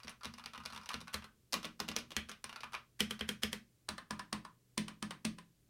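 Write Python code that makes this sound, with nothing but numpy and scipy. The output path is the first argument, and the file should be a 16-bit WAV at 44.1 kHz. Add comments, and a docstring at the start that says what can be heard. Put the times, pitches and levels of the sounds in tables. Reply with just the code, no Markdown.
"""Mechanical keyboard on a desk in a small quiet room, heard from close above: quick runs over letter keys,
a few wide keys, then single strokes on the space bar and corner keys. Contact bursts excite the modes of cap,
keys and plate to make the clacks; decaying low modes of case and desk make the thuds. Single strokes also scrape
on their way and clack again as the spring returns the key. Softer clacks are longer and hollower.
Band-shaped random reflections add a short room tail over low rumble, thin hiss and a faint drone."""
import sys
import numpy as np
from scipy import signal
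from scipy.fft import rfft, irfft
from scipy.io import wavfile
from scipy.ndimage import uniform_filter1d

SR = 44100
rng = np.random.default_rng(int(sys.argv[2]) if len(sys.argv) > 2 else 0)


def generate_wav(sig):
    """Save sig (samples, or channels by samples) to the path in sys.argv[1] as 16-bit PCM at SR."""
    pcm = np.round(np.clip(np.atleast_2d(sig).T, -1, 1) * 32767).astype(np.int16)
    wavfile.write(sys.argv[1], SR, pcm)


N = 250929  # samples in the scene
TAPS = 8192  # samples in one clack
MS_PER_S = 1000

# broad spectrum of a blow on a letter cap: (frequency [Hz], gain [dB])
LETTER_COLOUR = [(100, -21), (250, -18), (450, -9), (700, -6.5), (1050, 1), (1600, -4), (2300, -6),
                 (3200, -6.5), (4500, -6), (5800, -6.5), (7400, -18.5), (9200, -13), (11500, -19),
                 (15500, -29.5)]
# resonances of small keys and plate: (frequency [Hz], width [Hz], nominal level above the colour [dB])
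LETTER_RINGS = [(1002, 71, -4.5), (1127, 34, 0), (1234, 27, 2), (1364, 41, 3), (1490, 32, 1),
                (1710, 47, -8.5), (2430, 75, -6), (2830, 79, -3.5), (9200, 210, -12)]


def amp(db):
    """Level to amplitude: 20 dB is a factor of ten."""
    return 10 ** (np.asarray(db) / 20)


def read(points, hz):
    """Logarithmic frequency scale: joins (frequency [Hz], value) points by straight lines on it."""
    f, value = np.transpose(points)
    return np.interp(np.log(hz + 1), np.log(f + 1), value)


def add(mix, s, sound):
    """Superposition: adds a sound to the mix from time s [s]."""
    part = mix[max(0, round(s * SR)):][:len(sound)]
    part += sound[:len(part)]


def causal(db):
    """Minimum phase: the Hilbert transform of the log gain gives a response that rings only after the blow."""
    log_gain = np.log(amp(np.r_[db, db[-2:0:-1]]))
    return np.exp(np.conj(signal.hilbert(log_gain)))[:len(db)]


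def hush():
    """Stationary background: noise shaped into low rumble and thin hiss, plus steady sinusoids as a drone."""
    # spectrum of the still room: (frequency [Hz], relative density [dB per Hz])
    hush_colour = [(15, -22), (24, -11), (31, -19), (45, -4.5), (80, -9.5), (140, -6), (180, -12),
                   (290, -15), (400, -17), (800, -31.5), (2000, -31.5), (7500, -31), (16000, -34.5)]
    # faint steady drone: (frequency [Hz], rms level [dB])
    drone_tones = [(122, -76.5), (48, -90)]
    noise_db = -73  # rms level
    gain = amp(read(hush_colour, np.fft.rfftfreq(N, 1 / SR)))
    noise = irfft(rfft(rng.standard_normal(N)) * gain, N)
    t = np.arange(N) / SR
    drone = sum(amp(db) * np.sqrt(2) * np.sin(2 * np.pi * (hz * t + rng.random())) for hz, db in drone_tones)
    return amp(noise_db) * noise / np.std(noise) + drone


def key_body(colour, rings, place_db=8.0):
    """Modal resonance on a broad colour; the striking point on the mode shapes varies each mode's share."""
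    hz = np.fft.rfftfreq(TAPS, 1 / SR)
    shares = rng.uniform(-place_db, place_db, len(rings))
    peaks = sum(amp(db + share) / (1 + 2j * (hz - f) / width)
                for (f, width, db), share in zip(rings, shares))
    return causal(read(colour, hz)) * (1 + peaks)


def contact(contact_ms, first_db, first_ms=0.12):
    """Impulsive contact force: a sharp first impact, then a burst of tiny ones as the cap settles (spectrum)."""
    ms = np.arange(TAPS) * MS_PER_S / SR
    settling = np.exp(-(ms / max(contact_ms, .7)) ** 0.75)
    first_impact = amp(first_db) * np.exp(-ms / first_ms)
    force = rfft(rng.choice([-1, 1], TAPS) * (settling + first_impact))
    # such short impacts feed all bands about equally
    band_power = uniform_filter1d(abs(force) ** 2, size=170)
    return force * causal(-10 * np.log10(band_power + 1e-12))


def clack(body, force, db, hollow_db, bright_db, cap_hz, cap_db, cap_q=11, cap_spill=0.099):
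    """Source-filter radiation of one blow, upward and outward; db is energy per ms before hollow and bright."""
    hz = np.fft.rfftfreq(TAPS, 1 / SR)
    cap = amp(cap_db) / (1 + 2j * cap_q * (hz / cap_hz - 1))
    # summed over all directions, the notches of the burst fill in
    local_power = uniform_filter1d(abs(force) ** 2, size=12)
    spread = force * causal(-7 * np.log10(local_power + 1e-6))
    # bending waves in the plate carry the treble first and the bass later
    dispersion = np.exp(-2j * np.pi * np.sqrt(hz / 420))
    # the ring of the cap beams upward, so little of it reaches the walls
    upward = force * (1 + cap)
    outward = spread * (1 + cap_spill * cap)
    blows = body * dispersion * np.array([upward, outward])
    # upward energy gathered into one millisecond
    size = np.sqrt(np.sum(irfft(blows[0]) ** 2) * MS_PER_S / SR)
    hollow = read([(600, 0), (950, 1), (1450, 1), (2000, 0)], hz)
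    bright = read([(3000, 0), (6000, 1)], hz)
    tone = causal(hollow_db * hollow + bright_db * bright)
    fade = np.cos(np.linspace(0, np.pi / 2, TAPS)) ** 2
    return amp(db) / size * irfft(blows * tone) * fade


def keycap(colour, rings, contact_ms, first_db, cap_db):
    """Nonlinear contact: the softer the blow on this cap, the longer it settles and the hollower it sounds."""
    firm_db = -30  # level of the reference blow
    settling, hollowing = 0.4, 0.62  # dB of settling time, dB of hollow tone, per dB softer

    def blow(db, hollow_db, bright_db, cap_hz):
        """Impact response: one clack of this cap."""
        softer_db = firm_db - db
        force = contact(contact_ms * amp(settling * softer_db), first_db)
        body = key_body(colour, rings)
        return clack(body, force, db, hollow_db + hollowing * softer_db, bright_db, cap_hz, cap_db)
    return blow


def thud(place, db, rise_s=0.0032, detune=0.021):
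    """Modal decay of case and desk; the place struck sets each mode's share, the hand shifts its pitch a little."""
    # low modes: (nominal frequency [Hz], t60 [s], then relative level [dB] struck at
    # the letters (place 0), the space bar (1), the corner (2), the wide keys (3))
    desk_modes = [(128, 0.45, -14, -18.5, -15.5, -21), (173.5, 0.37, -10, -12, -6.5, -8.5),
                  (213.1, 0.22, -4, 2, 3, -5), (236.5, 0.36, -4.5, -8, -8.5, -8.5),
                  (310.5, 0.46, -24.5, -23, -16, -12.5), (415, 0.081, -10, 0, -26, -2.5),
                  (477.8, 0.067, -5, 1, -23, -3.5), (555, 0.041, -12, -23, -33, -14.5)]
    t = np.arange(SR // 2) / SR
    shifts = 1 + detune * rng.uniform(-1, 1, len(desk_modes))
    modes = sum(amp(level[place] - 60 * t / t60) * np.sin(2 * np.pi * hz * shift * t)
                for (hz, t60, *level), shift in zip(desk_modes, shifts))
    return amp(db) * modes * (1 - np.exp(-t / rise_s))


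def sway(db, rise_s=0.0043):
    """Damped oscillation: a stroke bounces the desk top in one low mode."""
    sway_hz, sway_t60_s = 75.4, .3
    t = np.arange(SR // 2) / SR
    return amp(db - 60 * t / sway_t60_s) * np.sin(2 * np.pi * sway_hz * t) * (1 - np.exp(-t / rise_s))


def light_clicks(count=4, thud_db=-32, graze_hollow_db=-6, graze_bright_db=2):
    """Weak impacts: lone clicks, and grazes of other caps in the fastest run; they barely move the desk."""
    # caps brushed by a finger or springing back, and the wire of a wide key rattling just after it lands: (time
    # [s], level [dB], hollow tone of a firm blow [dB], brightness [dB], cap ring [Hz])
    lone_clicks = [(0.001, -48, -11, -2, 2460), (0.094, -45.5, -5, 8.5, 10000),
                   (0.209, -49.5, -5, -3, 4700), (0.2332, -39.5, -3, 1, 4480),
                   (0.2377, -43, -11, -18, 3490), (0.3955, -42.5, -6, -4, 3550),
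                   (0.5344, -41.5, -5.5, 0, 3530), (0.5475, -39, -4.5, -11, 4160),
                   (0.602, -47, -2, -2, 2780), (0.731, -43, -0.5, 3.5, 2780), (0.7473, -40.5, -17, 1, 2750),
                   (0.8587, -39.5, -11, -1, 5790), (0.89, -31, -6, 2, 3020), (0.904, -39, 4, -3, 2240),
                   (0.915, -39.5, -2, 1, 2410), (1.136, -38, -25, -14, 4180),
                   (1.2225, -42.5, -10, -9, 2720), (1.5244, -38.5, -8, 12, 5040),
                   (1.6296, -40, -8, 4, 3360), (1.652, -34, -6, 4, 3360), (1.9146, -34.5, -5.5, -2.5, 5120),
                   (1.9867, -44, -5, 12.5, 5150), (2.288, -36.5, -14, -9, 9840),
                   (2.3152, -35.5, -11, -1, 3250), (2.4937, -37.5, -5.5, -2, 2760),
                   (2.5275, -39.5, -6, -3, 2840), (2.5598, -34.5, -3.5, -3.5, 4460),
                   (2.606, -37, -16.5, -4, 4770), (2.7223, -46, -8, -4, 9260), (2.7331, -40, -1, 3, 3260),
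                   (3.1925, -38, -11, 0.5, 4390)]
    flurry_start_s, flurry_end_s = 0.63, 0.88
    graze_db, graze_low_hz, graze_high_hz = -50, 2300, 5460
    blow = keycap(LETTER_COLOUR, LETTER_RINGS, contact_ms=2.8, first_db=1.5, cap_db=4.5)
    grazes = []
    for k, (when, key) in enumerate(rng.random((count, 2))):
        # one graze at a random moment in each equal part of the run
        s = flurry_start_s + (flurry_end_s - flurry_start_s) * (k + when) / count
        cap_hz = graze_low_hz + (graze_high_hz - graze_low_hz) * key
        grazes.append((s, graze_db, graze_hollow_db, graze_bright_db, cap_hz))
    clacks, lows = [], []
    for s, db, hollow_db, bright_db, cap_hz in list(lone_clicks) + grazes:
        clacks.append((s, blow(db, hollow_db, bright_db, cap_hz)))
        lows.append((s, thud(0, db + thud_db)))
    return clacks, lows


def quick_keys(rows, touch, landing, place, sway_db, touch_hollow_db):
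    """Successive impacts: a finger touches the cap, then the key lands with a thud; sway_db is re the thud."""
    clacks, lows = [], []
    for s, db, lead_ms, touch_db, hollow_db, bright_db, cap_hz, thud_db in rows:
        touch_s = s - lead_ms / MS_PER_S
        clacks.append((touch_s, touch(touch_db, hollow_db + touch_hollow_db, bright_db, cap_hz)))
        clacks.append((s, landing(db, hollow_db, bright_db, cap_hz)))
        lows.append((s, thud(place, thud_db) + sway(thud_db + sway_db)))
    return clacks, lows


def letter_keys():
    """Two-stage impact of small caps: a touch, then a shorter landing burst in the same colour."""
    # presses: (landing time [s], landing level [dB], touch lead [ms], touch level [dB], hollow tone near 1 kHz
    # of a firm landing [dB], brightness [dB], cap ring [Hz], thud gain [dB])
    presses = [(0.046, -47, 13, -43, -14, 1, 4730, -49.5), (0.0805, -32.5, 8.3, -40, -9.5, -7.5, 5600, -63),
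               (0.2545, -31.5, 8.6, -35, -7, 0.5, 3700, -44), (0.3388, -44, 2, -53, -12, 3, 5000, -56),
               (0.3834, -44, 4.3, -49, -8.5, 2.5, 2320, -58), (0.4593, -32, 20, -42, -9, -2, 4600, -55.5),
               (0.5774, -40, 21, -44, -6.5, -1.5, 3000, -49.5),
               (0.6591, -31, 6.2, -39, -7.5, 1, 4770, -53.5), (0.7243, -42, 22, -44, -9, 0, 4200, -53.5),
               (0.7761, -38, 14.4, -37.5, -6, -0.5, 3500, -54),
               (0.9417, -28, 8.6, -36.5, -5, -1.5, 4000, -43),
               (1.0132, -43, 8.4, -44.5, -10.5, 4, 3720, -50.5),
               (1.08, -38, 7.4, -45.5, -8, -2.5, 2030, -70), (2.4418, -34, 4, -76, -2.5, 3.5, 8720, -53),
               (2.6413, -37, 8.3, -34.5, -2, -5, 2660, -56), (2.7491, -29, 7.8, -31, -3.5, -7, 2320, -61)]
    touch = keycap(LETTER_COLOUR, LETTER_RINGS, contact_ms=2.1, first_db=-5, cap_db=7)
    landing = keycap(LETTER_COLOUR, LETTER_RINGS, contact_ms=1.3, first_db=-7.5, cap_db=6)
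    return quick_keys(presses, touch, landing, place=0, sway_db=-8.0, touch_hollow_db=1.5)


def slide(body, db, length_s):
    """Friction noise: the stem scrapes in its housing, louder and louder, just before the clack."""
    n = int(length_s * SR)
    friction = rng.standard_normal(n) * np.linspace(.2, 1, n)
    scrape = irfft(body * rfft(friction, TAPS))
    return amp(db) * scrape / np.std(scrape[:n])


def single_strokes(rows, colour, rings, place, contact_ms, first_db, cap_db, sway_db, slide_s,
                   up_bright_db, up_thud_db, up_slide_db):
    """Spring return: slide, clack, thud and sway going down; slide, clack and thud coming up."""
    blow = keycap(colour, rings, contact_ms, first_db, cap_db)
    clacks, lows = [], []
    for down_s, down_db, held_ms, up_db, hollow_db, down_bright_db, cap_hz, thud_db, slide_db in rows:
        up_s = down_s + held_ms / MS_PER_S
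        down = (down_s, down_db, down_bright_db, slide_db)
        up = (up_s, up_db, up_bright_db, up_db + up_slide_db)
        for s, db, bright_db, scrape_db in (down, up):
            scrape = slide(key_body(colour, rings), scrape_db, slide_s)
            clacks.append((s - slide_s, (scrape, scrape)))
            clacks.append((s, blow(db, hollow_db, bright_db, cap_hz)))
        lows.append((down_s, thud(place, thud_db) + sway(sway_db)))
        lows.append((up_s, thud(place, up_db + up_thud_db)))
    return clacks, lows


def space_bar():
    """Modal excitation of a long bar: firm single strokes, down and up again."""
    # strokes: (landing time [s], landing level [dB], held [ms], release level [dB], hollow tone of a firm
    # blow [dB], landing brightness [dB], cap ring [Hz], thud gain [dB], stem slide level going down [dB])
    strokes = [(1.1422, -26.5, 100, -44.5, 2, 0.5, 4140, -46, -48),
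               (2.1654, -21, 128, -38, -0.5, -4, 6430, -43.5, -68),
               (3.0051, -18.5, 103.4, -27, -0.5, 1, 3060, -34.5, -44.5),
               (3.2094, -25.5, 80.7, -24, 0, -9.5, 3170, -41, -59),
               (3.4338, -20.5, 95.8, -27.5, -2, -0.5, 3140, -37.5, -45.5)]
    # broad spectrum of the clack: (frequency [Hz], gain [dB])
    bar_colour = [(100, -14), (250, -13.5), (450, -5.5), (700, -4.5), (1050, 0), (1600, 3.5), (2300, -2),
                  (3200, -5.5), (4500, -5), (5800, -4.5), (7400, -8.5), (9200, -7.5), (12800, -12),
                  (15500, -23)]
    # resonances: (frequency [Hz], width [Hz], nominal level above the colour [dB])
    bar_rings = [(1195, 27, 0), (1530, 20, -3.5), (1944, 20, -12), (2220, 79, -12), (3227, 280, 1.5),
                 (4250, 140, -4.5), (5170, 280, -3), (9200, 160, 1)]
    return single_strokes(strokes, bar_colour, bar_rings, place=1, contact_ms=2.43, first_db=-8.5, cap_db=8,
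                          sway_db=-46, slide_s=0.013, up_bright_db=0.5, up_thud_db=-16, up_slide_db=-31)


def wide_keys():
    """Two-stage impact of wide caps at both ends of the rows: their own colour on the letter resonances."""
    # presses: (landing time [s], landing level [dB], touch lead [ms], touch level [dB], hollow tone near 1 kHz
    # of a firm landing [dB], brightness [dB], cap ring [Hz], thud gain [dB])
    presses = [(1.5403, -19.5, 9.4, -24, -1.5, 5.5, 4320, -40),
               (1.6454, -28, 4.3, -36, -10.5, -5.5, 3670, -44), (1.8014, -27.5, 8.2, -48, 0, 5, 5050, -40),
               (1.8868, -26, 5.9, -36, -11.5, 1.5, 3100, -40),
               (1.9635, -22, 5.7, -43, -7.5, 3.5, 5800, -43.5), (2.1174, -36, 12, -39, -13, 1, 3370, -61)]
    # broad spectrum of the clack: (frequency [Hz], gain [dB])
    wide_colour = [(100, -15.5), (250, -5), (350, -4.5), (480, -2.5), (700, -2.5), (1050, 6), (1600, -1.5),
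                   (2300, -6.5), (3200, -4), (4500, -6), (6000, -8.5), (7400, -14.5), (9500, -17.5),
                   (11500, -17.5), (15500, -26)]
    touch = keycap(wide_colour, LETTER_RINGS, contact_ms=2.8, first_db=-7.5, cap_db=1.5)
    landing = keycap(wide_colour, LETTER_RINGS, contact_ms=2.5, first_db=-6, cap_db=6)
    return quick_keys(presses, touch, landing, place=3, sway_db=-15, touch_hollow_db=-3.0)


def corner_keys():
    """Modal excitation at the corner of the case: single strokes on modifier keys, down and up again."""
    # strokes: (landing time [s], landing level [dB], held [ms], release level [dB], hollow tone of a firm
    # blow [dB], landing brightness [dB], cap ring [Hz], thud gain [dB], stem slide level going down [dB])
    strokes = [(3.8888, -26, 92.2, -35, -2, 2.5, 4060, -47.5, -52),
               (4.1078, -27.5, 86.5, -32, -1, 1, 5280, -42.5, -53),
               (4.3285, -23, 121.9, -39, -3, 0.5, 4920, -40, -45.5),
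               (4.7782, -22, 104, -31.5, -8.5, 3, 2940, -34.5, -44.5),
               (5.0262, -29, 81.9, -31.5, -4.5, 3, 3060, -39, -53),
               (5.2503, -23.5, 134.9, -37, -12, 2, 2860, -35, -45.5)]
    # broad spectrum of the clack: (frequency [Hz], gain [dB])
    corner_colour = [(100, -17), (250, -6), (450, -8), (700, -7.5), (1050, -0.5), (1600, -4.5),
                     (2300, -11.5), (3200, -11), (4500, -10.5), (5800, -13), (7400, -19.5), (9200, -11),
                     (11500, -29), (15500, -29.5)]
    # resonances: (frequency [Hz], width [Hz], nominal level above the colour [dB])
    corner_rings = [(1003, 90, 3), (1092, 63, -10.5), (1213, 35, -0.5), (1750, 120, -2), (1850, 47, -15),
                    (3020, 160, -22), (4500, 104, -18.5), (8470, 280, -10)]
    return single_strokes(strokes, corner_colour, corner_rings, place=2, contact_ms=2.38, first_db=2.5,
                          cap_db=4.0, sway_db=-54.5, slide_s=0.0041,
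                          up_bright_db=-1.5, up_thud_db=-24, up_slide_db=-23)


def room(x, first_s=0.0023, build_s=0.0011):
    """Diffuse reverberation: dense reflections of random sign, each band dying at its own speed."""
    # reverberation time: (frequency [Hz], t60 [s])
    room_t60 = [(150, 0.45), (400, 0.23), (1000, 0.21), (2800, 0.21), (6000, 0.22), (10000, 0.16),
                (15000, .14)]
    # tail energy before the gradual onset: (frequency [Hz], level re the sound sent in [dB])
    room_level = [(150, 8), (500, -4), (1100, -1.5), (2500, 2), (5000, -6), (9000, -7.5), (15000, -5)]
    step = 12  # samples: one reflection in each
    taps = np.zeros(SR // 2)
    at = np.arange(0, SR // 2 - step, step)
    signs = rng.choice([-1, 1], len(at))
    taps[at + rng.integers(0, step, len(at))] = signs * np.sqrt(step / SR)
    hz, t, z = signal.stft(taps, SR, nperseg=256)
    t60 = read(room_t60, hz)[:, None]
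    decay = amp(read(room_level, hz)[:, None] - 60 * t / t60)
    z *= decay * np.sqrt(2 * np.log(1000) / t60)  # energy independent of t60
    tail = signal.istft(z, SR, nperseg=256)[1]
    since_first_s = np.maximum(np.arange(len(tail)) / SR - first_s, 0)
    tail *= 1 - np.exp(-since_first_s / build_s)
    return signal.fftconvolve(x, tail)[:N]


def scene(count=5, low_room_db=-14):
    """Direct and reverberant fields: clacks take turns over a few spots, each with its own reflections."""
    parts = [letter_keys(), wide_keys(), light_clicks(), space_bar(), corner_keys()]
    clacks, lows = (sum(layer, []) for layer in zip(*parts))
    near, spots, low = np.zeros(N), np.zeros((count, N)), np.zeros(N)
    for k, (s, (upward, outward)) in enumerate(clacks):
        add(near, s, upward)
        add(spots[k % count], s, outward)
    for s, knock in lows:
        add(low, s, knock)
    reflections = sum(room(spot) for spot in spots) + amp(low_room_db) * room(low)
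    return (near + low + reflections + hush())[None]


def record(dry):
    """Band limitation: a linear-phase low-pass filter removes the highest treble."""
    edge_hz = 16100
    low_pass = signal.firwin(511, edge_hz, window=("kaiser", 9), fs=SR)
    return signal.oaconvolve(dry, low_pass[None], "same")


dry = scene()
out = record(dry)
generate_wav(out)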